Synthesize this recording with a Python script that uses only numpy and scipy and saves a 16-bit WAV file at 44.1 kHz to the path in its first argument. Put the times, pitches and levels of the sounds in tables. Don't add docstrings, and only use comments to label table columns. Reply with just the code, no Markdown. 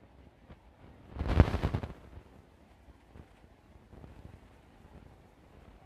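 import sys
import numpy as np
from scipy import signal
from scipy.fft import rfft, irfft
from scipy.io import wavfile
from scipy.ndimage import uniform_filter1d

SR = 44100
rng = np.random.default_rng(int(sys.argv[2]) if len(sys.argv) > 2 else 0)


def wav_record(signal):
    frames = np.transpose(np.atleast_2d(signal))
    bounded = np.clip(frames, -1, 1)
    quanta = np.round(bounded * 32767).astype(np.int16)
    wavfile.write(sys.argv[1], SR, quanta)


N = 257984
TIME_S = np.arange(N) / SR


# t/s, relative level/dB, sign (+1 push, -1 suction), rise/ms, leak/ms, crack/0-1
EDDIES = [(.186, -41, -1, 0.46, 1.6, 0.1), (.27, -36.5, 1, 0.4, 0.88, 0), (1.1660, -38, 1, .2, 2.1, 0),
          (1.1824, -39, 1, .2, 0.87, 0), (1.1937, -30.5, 1, .2, 0.82, 0.2),
          (1.2068, -22.5, 1, 0.34, 3.7, 0), (1.2366, -30, 1, 0.23, 2.2, 0.1),
          (1.241, -31, -1, 0.16, 0.7, 0.1), (1.2581, -21.5, 1, 0.19, 1.7, 0.1),
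          (1.2880, -23, 1, 0.091, 0.62, 0), (1.2920, -22.5, 1, 0.2, 1.1, 0), (1.296, -18, 1, 0.29, 0.93, 0),
          (1.303, -27, 1, .7, 3.5, 0), (1.3112, -20.5, 1, 0.11, 0.59, 0), (1.3150, -17, 1, 0.16, 0.89, 0),
          (1.318, -18.5, 1, 0.12, 0.62, 0), (1.3313, -23.5, -1, 0.33, 4.3, 0),
          (1.3610, -19, -1, 0.1, 2.3, .08), (1.374, -16.5, -1, 0.13, 4.3, .05),
          (1.3839, -18.5, -1, 0.59, 2.9, .1), (1.4, -2.5, 1, 0.19, 2.6, 0.02),
          (1.4081, -22, 1, .12, 0.67, 0.2), (1.4119, -15, 1, 0.1, 1, 0), (1.4510, -22.5, 1, 0.12, 1.1, 0),
          (1.4786, -21.5, 1, 0.12, 2.3, .1), (1.513, -22, -1, 0.11, 0.9, .05),
          (1.5323, -24, -1, 0.097, 0.85, 0), (1.5422, -19.5, -1, 0.27, 3.9, .05),
          (1.5526, -20, -1, 0.1, 1.6, 0), (1.6355, -18, -1, 0.17, 1.8, 0.24),
          (1.6487, -13, -1, 0.23, 1.6, 0.1), (1.667, -23.5, -1, 0.17, 4.7, 0.1),
          (1.6745, -25, -1, 0.098, 1.4, .05), (1.6886, -29, -1, .092, 0.87, .15),
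          (1.7394, -20, -1, 0.42, 3.8, .1), (1.7485, -16.5, -1, 0.25, 3, 0.1),
          (1.7606, -25.5, -1, 0.19, 3, 0.04), (1.777, -27, -1, .3, 4.6, 0), (1.785, -27, -1, 0.2, 1.6, 0.2),
          (1.8317, -22, -1, 0.24, 1.2, 0.08), (1.8380, -18, 1, 0.23, 0.58, 0.08),
          (1.8408, -26.5, -1, .15, 0.54, 0.16), (1.8963, -36, -1, 0.3, 2.5, 0),
          (1.9020, -28.5, -1, 0.21, 2.3, 0.1), (2.0499, -42, -1, 0.36, 2.6, 0),
          (2.16, -37, -1, 0.4, 2.6, 0), (2.171, -35.5, -1, 1.1, 6.3, 0), (2.262, -43.5, -1, .2, 1.3, 0),
          (2.388, -37, 1, 0.42, .88, 0), (2.898, -40, -1, 0.44, 1.7, 0), (3.1079, -43, -1, 0.24, 1.2, 0.1),
          (3.1568, -37.5, 1, 0.32, 2.6, 0), (3.1732, -40, 1, .25, .73, 0), (3.1960, -37, 1, 0.77, 4.1, 0),
          (3.442, -39.5, 1, 0.42, 2.5, 0), (3.753, -40, 1, 0.34, 2.5, 0.1), (3.9282, -33, 1, 0.57, 0.94, 0),
          (3.9435, -37, -1, .35, 1.4, 0), (3.971, -36, 1, 0.33, 1.2, 0.12),
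          (4.0417, -27.5, 1, 0.4, 1.1, 0.03), (4.073, -37, 1, .47, .98, 0.1),
          (4.1199, -38, -1, .43, 1.1, 0.1), (4.1902, -36, 1, 0.53, 2.5, 0.2),
          (4.2513, -29.5, 1, 0.95, 3.1, 0.04), (4.337, -37, 1, .45, 5.6, 0.1), (4.845, -36, 1, 1, 3.6, 0),
          (4.948, -38, 1, 0.61, 1.5, 0.04), (4.979, -36.5, 1, 0.27, 1.3, 0.1),
          (5.057, -40, 1, 0.87, 4.5, 0)]

def buffets(thud_db=0.4, crack_low_hz=6000, crack_top_hz=10000, crack_db=-3,
            port_hz=4100, port_q=8, port_db=15):
    pressure, impulses = np.zeros(N), np.zeros(N)
    for t_s, level_db, sign, rise_ms, leak_ms, crack in EDDIES:
        eddy = pressure_jump(rise_ms, leak_ms)
        start = int(t_s * SR)
        push = sign * undb(level_db)
        pressure[start:start + len(eddy)] += push * eddy
        impulses[start + np.argmax(eddy)] += push * crack
    port_ring = signal.lfilter(*signal.iirpeak(port_hz, port_q, fs=SR), impulses)
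    cracks = butter(butter(impulses, crack_low_hz, "high"), crack_top_hz, "low")
    return undb(thud_db) * microphone(pressure) + undb(crack_db) * cracks + undb(port_db) * port_ring


def pressure_jump(rise_ms, leak_ms=1.08):
    t_ms = np.arange(1024) * 1000 / SR
    return (1 - np.exp(-(t_ms / rise_ms) ** 2)) * np.exp(-t_ms / leak_ms)


def microphone(pressure, ring_hz=68, q=2.05, cut_hz=37):
    omega = 2 * np.pi * ring_hz
    roll_off = signal.bilinear([1, 0, 0], [1, omega / q, omega ** 2], SR)
    return butter(signal.lfilter(*roll_off, pressure), cut_hz, "high")


# t/s, level/dB
GUST_LEVEL = [(0, -65), (0.3, -65), (0.75, -67), (1.0, -58), (1.17, -48.5), (1.275, -42), (1.297, -40.5),
              (1.375, -39.5), (1.44, -39.5), (1.5, -40.5), (1.6, -43.5), (1.71, -43.5), (1.8, -49.5),
              (2.05, -53.5), (2.55, -63.5), (3.05, -68.5), (3.7, -65), (4.12, -58), (4.62, -63),
              (4.9, -61.5), (5.85, -60.5)]

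def turbulence(peak_rate_hz=560, scatter_db=3.5, sharp_ms=0.19, round_ms=0.34):
    gust = with_puffs(GUST_LEVEL, "turbulence")
    speed = (gust / gust.max()) ** 0.45
    arrivals = rng.random(N) < speed * peak_rate_hz / SR
    sizes = undb(scatter_db * np.minimum(rng.exponential(size=N), 2.8))
    signs = rng.choice([-1, 1], N)
    kicks = arrivals * sizes * signs / np.sqrt(speed)
    sharp = signal.fftconvolve(kicks, pressure_jump(sharp_ms))[:N]
    rounded = signal.fftconvolve(kicks, pressure_jump(round_ms))[:N]
    return gust * unit(microphone(speed * sharp + (1 - speed) * rounded))


def surge(low_hz=38, top_hz=54, gust_exponent=1.47):
    gust = with_puffs(GUST_LEVEL, "turbulence")
    heave = butter(rng.standard_normal(N), top_hz, "low", order=4)
    heave = butter(heave, low_hz, "high", order=4)
    return unit(heave) * gust.max() * (gust / gust.max()) ** gust_exponent


# crest t/s, turbulence level/dB, stream level/dB, half-width/s
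WIND_PUFFS = [(0.045, -55, -80, 0.026), (0.515, -53, -62.5, 0.025), (0.863, -56, -70, 0.08),
              (1.203, -39.5, -55, 0.018), (1.309, -35, -47, 0.03), (1.536, -46, -43.5, 0.004),
              (1.644, -59, -49.5, 0.055), (1.758, -41.5, -50.5, 0.025), (1.839, -43, -55, 0.017),
              (3.185, -52, -71, 0.05), (3.962, -54, -75, 0.035), (4.07, -55, -71, 0.087),
              (4.347, -59, -78, 0.038), (4.855, -56, -73, 0.022), (4.97, -56, -75.5, 0.16),
              (5.648, -57.5, -69.5, 0.13)]

def with_puffs(level_rows, layer):
    power = envelope(level_rows) ** 2
    for t_s, turbulence_db, stream_db, half_s in WIND_PUFFS:
        level_db = turbulence_db if layer == "turbulence" else stream_db
        power += bell(t_s, level_db, half_s) ** 2
    return np.sqrt(power)


# t/s, relative level/dB
STREAM_LEVEL = [(0, -89), (1.0, -75.5), (1.16, -65.5), (1.2, -62), (1.278, -57.5), (1.295, -52),
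                (1.44, -47.5), (1.5, -46), (1.56, -49.5), (1.6, -54.5), (1.68, -54.5), (1.71, -56.5),
                (1.8, -61), (2.05, -68), (2.55, -82.5), (3.7, -84), (4.12, -77), (4.62, -76), (5.85, -77.5)]
# f/Hz, relative level/dB
AIR_SPECTRUM = [(150, -1), (400, 2.5), (750, 2), (1300, -2.5), (2200, -6.5), (3200, -10.5), (4400, -15.5),
                (5500, -23.5), (7000, -30), (10000, -33.5), (14000, -38.5)]

def rush(gain_db=4, flutter_hz=300, flutter_db=2.5, dull_hz=3900):
    flow = with_puffs(STREAM_LEVEL, "stream")
    air = patchy(noise(AIR_SPECTRUM), depth_db=1)
    dull = signal.sosfiltfilt(signal.butter(4, dull_hz, "low", fs=SR, output="sos"), air)
    brightness = (flow / flow.max()) ** 0.32
    flutter = undb(gain_db + flutter_db * waver(flutter_hz))
    return flow * flutter * (dull + brightness * (air - dull))


def wakes(gain_db=-31, decay_s=0.0046, low_hz=900, size_exponent=0.68, gust_exponent=0.67):
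    onsets = np.zeros(N)
    for t_s, level_db, *_ in EDDIES:
        onsets[int(t_s * SR)] += undb(level_db) ** size_exponent
    spurts = signal.lfilter([1], [1, -np.exp(-1 / (decay_s * SR))], onsets)
    gust = envelope(GUST_LEVEL)
    air = unit(butter(noise(AIR_SPECTRUM), low_hz, "high"))
    return undb(gain_db) * spurts * (gust / gust.max()) ** gust_exponent * air


# t/s, level/dB
JET_LEVEL = [(1.15, -95), (1.2, -74), (1.275, -76), (1.31, -65), (1.43, -62), (1.5, -58), (1.6, -61),
             (1.67, -63.5), (1.8, -74), (2.1, -87)]

def jet(low_hz=4600, waver_db=0.5):
    hiss = unit(butter(noise(AIR_SPECTRUM), low_hz, "high", order=4))
    return hiss * envelope(JET_LEVEL) * undb(waver_db * waver(rate_hz=65))


# crest t/s, level/dB, half-width/s
BRUSHES = [(0.314, -75, 0.011), (0.592, -78, 0.045), (2.7, -73, 0.047), (3.005, -70, 0.023),
           (3.105, -71.5, 0.011), (3.3, -71, 0.23), (4.173, -74, 0.069), (4.54, -73, 0.27),
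           (4.953, -74, .05)]
# f/Hz, relative level/dB
CLOTH_SPECTRUM = [(500, 1), (1800, 8), (3000, 1.5), (6000, -17), (9000, -10), (14000, -33)]

def sleeve(grain_hz=90, grain_db=5):
    swells = sum(bell(*brush) for brush in BRUSHES)
    cloth = patchy(noise(CLOTH_SPECTRUM), depth_db=1)
    grain = undb(grain_db * waver(grain_hz))
    return swells * unit(cloth * grain)


# f/Hz, relative level/dB
ROOM_SPECTRUM = [(20, -42), (33, -22), (47, 4), (68, 4), (130, -12.5), (260, -6), (430, -12.5),
                 (820, -11.5), (1200, -23.5), (1900, -22), (2800, -27), (4000, -33.5), (5500, -43),
                 (9000, -63)]
# t/s, level/dB
HISS_LEVEL = [(0, -88.5), (1, -86), (1.85, -77), (2.15, -81.5), (2.6, -85), (3.3, -83), (3.75, -85.5),
              (4.2, -81.5), (5.85, -83.5)]

def room(rumble_db=-60.5, rumble_waver_db=1, hiss_waver_db=1.3):
    rumble = patchy(noise(ROOM_SPECTRUM), depth_db=3)
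    rumble *= undb(rumble_db + rumble_waver_db * waver(rate_hz=30))
    hiss = butter(rng.standard_normal(N), 6000, "high", order=2)
    hiss = unit(butter(hiss, 5500, "low"))
    return rumble + hiss * envelope(HISS_LEVEL) * undb(hiss_waver_db * waver(rate_hz=45))


def noise(spectrum):
    f_hz, level_db = np.transpose(spectrum)
    bins_hz = np.maximum(np.fft.rfftfreq(N, 1 / SR), 1)
    gain = undb(np.interp(np.log(bins_hz), np.log(f_hz), level_db))
    return unit(irfft(rfft(rng.standard_normal(N)) * gain, N))


def patchy(x, depth_db, frame=2048):
    _, _, bands = signal.stft(x, nperseg=frame)
    drift = uniform_filter1d(rng.standard_normal(bands.shape), 3, axis=0)
    drift = unit(uniform_filter1d(drift, 3, axis=1))
    _, mottled = signal.istft(bands * undb(depth_db * drift), nperseg=frame)
    return unit(mottled[:N])


def waver(rate_hz):
    hold = max(int(SR / rate_hz), 1)
    steps = rng.standard_normal(N)[np.arange(N) // hold]
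    return unit(uniform_filter1d(uniform_filter1d(steps, hold), hold))


def bell(crest_s, level_db, half_s):
    return undb(level_db) * np.exp(-((TIME_S - crest_s) / half_s) ** 2)


def envelope(rows):
    return undb(np.interp(TIME_S, *np.transpose(rows)))


def butter(x, cut_hz, kind, order=1):
    return signal.sosfilt(signal.butter(order, cut_hz, kind, fs=SR, output="sos"), x)


def undb(db):
    return 10 ** (np.asarray(db) / 20)


def unit(x):
    return x / np.sqrt(np.mean(x ** 2))


def scene():
    wind = buffets() + wakes() + turbulence() + surge() + rush() + jet()
    return (wind + sleeve() + room())[None]


def record(dry):
    top_hz = 14300
    return signal.sosfilt(signal.ellip(10, 0.1, 70, top_hz, fs=SR, output="sos"), dry)


dry = scene()
out = record(dry)
wav_record(out)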